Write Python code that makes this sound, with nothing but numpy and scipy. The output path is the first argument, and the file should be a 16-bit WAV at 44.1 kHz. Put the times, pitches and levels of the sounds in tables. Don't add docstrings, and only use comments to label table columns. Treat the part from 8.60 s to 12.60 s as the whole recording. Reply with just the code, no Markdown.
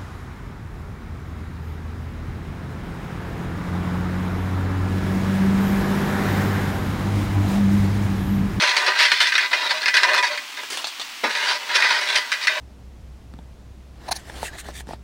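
import sys
import numpy as np
from scipy import signal
from scipy.fft import rfft, irfft
from scipy.io import wavfile
from scipy.ndimage import uniform_filter1d, minimum_filter1d

SR = 44100
rng = np.random.default_rng(int(sys.argv[2]) if len(sys.argv) > 2 else 0)


def wav_out(sig):
    wavfile.write(sys.argv[1], SR, np.round(np.clip(np.atleast_2d(sig).T, -1, 1) * 32767).astype(np.int16))


N = 176400
T = np.arange(SR // 2) / SR
PLAIN_TREBLE_DB = -2


# start_s, level_db, treble_db, clack_db, hollow_db, settle_s
SHELL_KNOCKS = [(0.021, -1, -9.5, 0, -5, 0.024), (0.038, -1, -24, -9, -7, 0.0086),
                (0.166, -1.5, -1.5, -8, -12, 0.017), (0.264, -10.5, 0, 2, -17, 0.0079),
                (0.278, -1.5, -21, -2.5, -1, 0.015), (0.517, 3.5, -12.5, -12, -15, 0.0086),
                (0.604, 5, -9, -8, -14, 0.021), (0.671, -6.5, -1, 1, -11, 0.027),
                (0.721, -4, -13, -2, -18, 0.012), (0.753, 2.5, -25, -10, -25, 0.007),
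                (0.780, -2, -7.5, 2.5, -24, 0.0063), (0.808, -6, -21, 2, -22, 0.032),
                (0.931, -1.5, -29, 2.5, -7.5, 0.015), (1.258, -2.5, -10, 0, -16, 0.0044),
                (1.281, -4, -5.5, 3, -13, 0.012), (1.341, 0.5, -6.5, 1.5, -15.5, 0.011),
                (1.367, 2, -8.5, -0.5, -22, 0.013), (1.433, 2, -16, 0, -11.5, 0.0041),
                (1.482, -2, -17, 0.5, -6.5, 0.039), (1.534, 0, -8, -2.5, -6.5, 0.014),
                (1.579, -8, 0, 8, -2, 0.013), (1.627, -2, -5, 1, -3.5, 0.031),
                (1.775, -13, -5, 3, -15, 0.005), (2.751, -9.5, -6, 1.5, -8, 0.0033),
                (3.154, -8.5, -17, 7.5, -1, 0.012), (3.223, 0, -24, -5.5, -32, 0.0023),
                (3.242, -3.5, -21, 3.5, -7.5, 0.017), (3.305, -1, -14, -11, -8, 0.011),
                (3.558, -3, 0.5, -0.5, -7, 0.027), (3.718, -4, -4, 0.5, -15.5, 0.019),
                (3.871, -3, -4, 4.5, -20, 0.0079)]
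# start_s, length_s, level_db, treble_db, hollow_db
HAND_STROKES = [(-.02, 0.14, -19, -10, -11.5), (0.128, 0.15, -24, -9.5, -3.5), (0.255, 0.2, -23, -17, -9),
                (0.368, 0.066, -21, -8, -11), (0.382, 0.08, -15, -9.5, -25), (0.467, 0.21, -22, -13, -16.5),
                (0.61, 0.0087, -26, 6.5, -23), (0.638, 0.11, -36, -7, -13), (0.733, 0.012, -21.5, -7, -12),
                (0.786, 0.075, -23.5, -22, -10), (0.906, 0.17, -24, -13, -7.5),
                (1.087, 0.031, -18.5, -9.5, -7.5), (1.122, 0.069, -27.5, -12, -9.5),
                (1.204, 0.079, -24.5, -12, -12), (1.33, 0.12, -21.5, -13, -12),
                (1.415, 0.192, -30, -5, 3.5), (1.703, 0.052, -27.5, -27, -8),
                (1.963, 0.039, -31.5, -27, -6), (2.632, 0.042, -22, -16, -2.5),
                (2.687, 0.23, -27, -4.5, -6.5), (2.863, 0.063, -21, -9, -9), (2.921, 0.042, -26, -7, -6),
                (2.975, 0.12, -39.5, -1, -1.5), (3.082, 0.082, -25, -13, -7.5),
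                (3.135, 0.034, -16.5, -4.5, -15), (3.177, 0.22, -21, -12, -8),
                (3.402, 0.062, -25.5, -5, -8.5), (3.467, 0.09, -23, -6, -9.5),
                (3.538, 0.048, -26, -4.5, -6.5), (3.591, 0.22, -34, -17, -10),
                (3.808, 0.043, -27, -4.5, -12), (3.884, 0.094, -26, -21, -8.5)]
# pitch_hz, level_db
SHELL_TONE = [(150, -49.5), (250, -29), (400, -23.5), (750, -27.5), (930, -11), (1200, -6), (1600, -1),
              (2050, -1), (2900, -2.5), (4300, 1), (5600, -5.5), (7200, -14.5), (9500, -16), (12500, -32),
              (15500, -53)]

def shells_in_basin(rake_clack_db=-7.5):
    events = [(start_s, knock(level_db, settle_s), treble_db, clack_db, hollow_db)
              for start_s, level_db, treble_db, clack_db, hollow_db, settle_s in SHELL_KNOCKS]
    events += [(start_s, rake(length_s, level_db, per_s=1400), treble_db, rake_clack_db, hollow_db)
               for start_s, length_s, level_db, treble_db, hollow_db in HAND_STROKES]
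    shells, metal = np.zeros((2, N))
    for start_s, force, treble_db, clack_db, hollow_db in events:
        add(shells, start_s, strike(force, shell_voices(count=5), treble_db))
        add(metal, start_s, from_db(clack_db) * strike(force, metal_voices(count=3, high=True)))
        add(metal, start_s, from_db(hollow_db) * strike(force, hollow_voices(count=2), treble_db))
    return colour(shells, SHELL_TONE) + band(metal, low_hz=360, high_hz=7900)


def knock(level_db, settle_s, bounce_db=22.5, trim_db=-34):
    bounces = unit(clicks(per_s=901, uneven_db=2.16, size=len(T)) * np.exp(-T / settle_s))
    force = from_db(bounce_db) * np.sqrt(settle_s) * bounces
    force[0] += 1
    return from_db(level_db + trim_db) * np.sqrt(SR) * unit(force)


def rake(length_s, level_db, per_s, rise_s=0.0083, fall_s=0.0049):
    push = np.minimum(T / rise_s, 1) * np.exp(-np.maximum(T - length_s, 0) / fall_s)
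    contacts = unit(push * clicks(per_s, uneven_db=2.9, size=len(T)))
    return from_db(level_db) * np.linalg.norm(push) * contacts


def shell_voices(count, low_hz=1404, high_hz=6495, ring_db=-3, yard_db=-2):
    crack, echo = rng.standard_normal((2, count, len(T)))
    pitch_hz = low_hz * (high_hz / low_hz) ** rng.random((count, 3, 1))
    voice = unit(crack * fade(fade_s=0.012)) + from_db(yard_db) * unit(echo * fade(fade_s=0.14))
    short = len(T) // 8
    rings = np.sin(2 * np.pi * pitch_hz * T[:short]) * fade(fade_s=0.065)[:short]
    voice[:, :short] += from_db(ring_db) * unit(rings.sum(1))
    return unit(voice)


# pitch_hz, level_db, fade_s
BASIN_NOTES = [(389.7, -8.5, 0.089), (602.5, -5, 0.18), (764, -8, 0.098), (942, 7, 0.061), (991.6, 4, 0.14),
               (1221.5, -3.5, 0.17), (1556, 2, 0.13), (1648, 2, 0.081), (1752, 1.5, 0.09), (1879, 4, 0.066),
               (1988, 3.5, 0.21), (2110, 0.5, 0.11), (2447, 1.5, 0.16), (2537, 0.5, 0.08)]

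def metal_voices(count, high, split_hz=1400, spread_db=2, detune=0.007):
    notes = [note for note in BASIN_NOTES if (note[0] >= split_hz) == high]
    pitch_hz, level_db, fade_s = np.transpose(notes)[:, :, None]
    level_shift, pitch_shift, sign = rng.standard_normal((3, count, len(notes), 1))
    strength = np.sign(sign) * from_db(level_db + spread_db * level_shift) * fade(fade_s)
    waves = np.cos(2 * np.pi * pitch_hz * (1 + detune * pitch_shift) * T)
    return unit((strength * waves).sum(1))


def hollow_voices(count, rasp_db=-7.5):
    noise = rng.standard_normal((count, len(T))) * fade(fade_s=0.069)
    rasp = band(noise, low_hz=393, high_hz=1060)
    return metal_voices(count, high=False) + from_db(rasp_db) * unit(rasp)


# start_s, length_s, level_db
HARD_PUSHES = [(0.383, 0.057, -43), (0.514, .016, -43), (0.608, .022, -42), (1.342, .04, -46),
               (1.533, .015, -39)]

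def crunch():
    force = np.zeros(N)
    for start_s, length_s, level_db in HARD_PUSHES:
        add(force, start_s, rake(length_s, level_db, per_s=1000))
    edges = band(force, low_hz=6500, high_hz=13500)
    return unit(edges) * np.linalg.norm(force)


# start_s, pitch_hz, level_db
FLOOR_NOTES = [(0.411, 965, -15.5), (1.135, 626, -27.5), (1.439, 1000, -16), (1.50, 610, -24.5),
               (1.483, 988, -13.5), (1.578, 992, -18), (1.626, 973, -22), (1.70, 596, -26.5),
               (3.895, 625, -31), (3.965, 610, -25.5)]

def floor_ring(rise_s=0.0043, fade_cycles=200):
    out = np.zeros(N)
    swell = 1 - np.exp(-T / rise_s)
    for start_s, pitch_hz, level_db in FLOOR_NOTES:
        add(out, start_s, from_db(level_db) * flutter(pitch_hz) * swell * fade(fade_cycles / pitch_hz))
    return out


def flutter(pitch_hz, wobble_hz=30, depth=0.22, overtone_ratio=1.8, overtone_db=-5):
    wobble = signal.lfilter(*signal.butter(2, wobble_hz, fs=SR), rng.standard_normal((2, len(T))))
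    level_wobble, phase_wobble = depth * np.sqrt(len(T)) * unit(wobble)
    phase = 2 * np.pi * pitch_hz * T + phase_wobble
    return (1 + level_wobble) * (np.sin(phase) + from_db(overtone_db) * np.sin(overtone_ratio * phase))


# pitch_hz, level_db
THUD_TONE = [(165, -34), (230, 0), (400, -2), (500, 2), (730, -2), (810, 6), (960, 9), (1150, -18),
             (2000, 2), (4000, -32), (15000, -33)]

def basin_bump(start_s=2.636):
    out = np.zeros(N)
    add(out, start_s, strike(knock(level_db=-0.5, settle_s=0.022), shell_voices(count=6)))
    return colour(out, THUD_TONE)


# start_s, level_db, treble_db, settle_s
HEAP_HITS = [(2.034, -15, -14, 0.004), (2.102, -11.5, -2.5, 0.035), (2.122, -8.5, -8, 0.047),
             (2.172, -8, -8.5, 0.028), (2.198, -26, -16, .01)]
# pitch_hz, level_db
HEAP_TONE = [(160, -29), (350, -1), (700, -4.5), (1000, -2), (3000, -2.5), (5000, -3), (7200, -5.5),
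             (9500, -5.5), (12500, -20), (15500, -14)]
# start_s, level_db, treble_db, settle_s
SIDE_HITS = [(2.243, -5.5, -26, 0.0063), (2.270, -13.5, 0, 0.011), (2.397, -10.5, -16, 0.011),
             (2.414, -11.5, -8.5, 0.0043)]
# pitch_hz, level_db
SIDE_TONE = [(40, -53), (200, -19), (900, 0), (2200, -8), (3900, 7.5), (5500, 0), (7500, -2), (12000, -20),
             (15500, -32)]

def shells_into_wok(hits, tone):
    out = np.zeros(N)
    for start_s, level_db, treble_db, settle_s in hits:
        add(out, start_s, strike(knock(level_db, settle_s), shell_voices(count=5), treble_db))
    return colour(out, tone)


# pitch_hz, level_db
SIZZLE_TONE = [(30, -16), (60, -32), (100, -15), (150, -30.5), (250, -5), (500, -14), (970, 2), (1400, 0),
               (2800, 4.5), (5000, -1.5), (8200, -10), (12500, -19.5), (15300, -13)]

def sizzle(level_db=-35.5):
    pops = unit(clicks(per_s=2500, uneven_db=1, size=N))
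    hiss = unit(rng.standard_normal(N))
    return from_db(level_db) * np.sqrt(N) * colour(unit(pops + hiss), SIZZLE_TONE)


def strike(force, voices, treble_db=PLAIN_TREBLE_DB, treble_hz=2600):
    picked = rng.integers(0, len(voices), len(T)) == np.arange(len(voices))[:, None]
    size = 2 * len(T)
    struck = irfft((rfft(force * picked, size) * rfft(voices, size)).sum(0))
    low = signal.lfilter(*signal.butter(1, treble_hz, fs=SR), struck)
    treble = from_db(treble_db - PLAIN_TREBLE_DB) * (struck - low)
    gain = np.sqrt(np.sum(force ** 2) / (np.sum(struck ** 2) + 1e-20))
    return (low + treble) * gain


def clicks(per_s, uneven_db, size):
    strength = from_db(uneven_db * np.minimum(rng.exponential(1, size), 4))
    sign = rng.choice([-1, 1], size)
    return strength * sign * (rng.random(size) < per_s / SR)


def colour(x, tone, size=2 ** 18):
    pitch_hz, level_db = np.transpose(tone)
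    all_hz = np.arange(size // 2 + 1) * SR / size
    gain = from_db(np.interp(np.log(all_hz + 1), np.log(pitch_hz), level_db))
    gain /= np.sqrt(np.mean(gain ** 2))
    cepstrum = irfft(np.log(gain))
    cepstrum[1:size // 2] *= 2
    cepstrum[size // 2 + 1:] = 0
    return irfft(rfft(x, size) * np.exp(rfft(cepstrum)))[:N]


def band(x, low_hz, high_hz):
    return signal.sosfilt(signal.butter(2, [low_hz, high_hz], "band", fs=SR, output="sos"), x)


def fade(fade_s):
    return np.exp(-np.log(1000) * T / fade_s)


def from_db(db):
    return 10 ** (np.asarray(db) / 20)


def unit(x):
    return x / np.sqrt(np.sum(x ** 2, axis=-1, keepdims=True) + 1e-20)


def add(out, start_s, x):
    i = int(start_s * SR)
    x, i = x[max(-i, 0):], max(i, 0)
    out[i:i + len(x)] += x[:N - i]


def scene():
    basin = shells_in_basin() + crunch() + floor_ring() + basin_bump()
    wok = shells_into_wok(HEAP_HITS, HEAP_TONE) + shells_into_wok(SIDE_HITS, SIDE_TONE)
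    return (basin + wok + sizzle())[None]


def record(dry, limit=0.75, ceiling=0.66, cutoff_hz=15750):
    gain = minimum_filter1d(np.minimum(1, limit / (np.abs(dry) + 1e-9)), size=45)
    limited = dry * uniform_filter1d(gain, size=45)
    rounded = limited / (1 + (limited / ceiling) ** 10) ** (1 / 10)
    return signal.sosfilt(signal.ellip(12, .1, 80, cutoff_hz, fs=SR, output="sos"), rounded)


dry = scene()
out = record(dry)
wav_out(out)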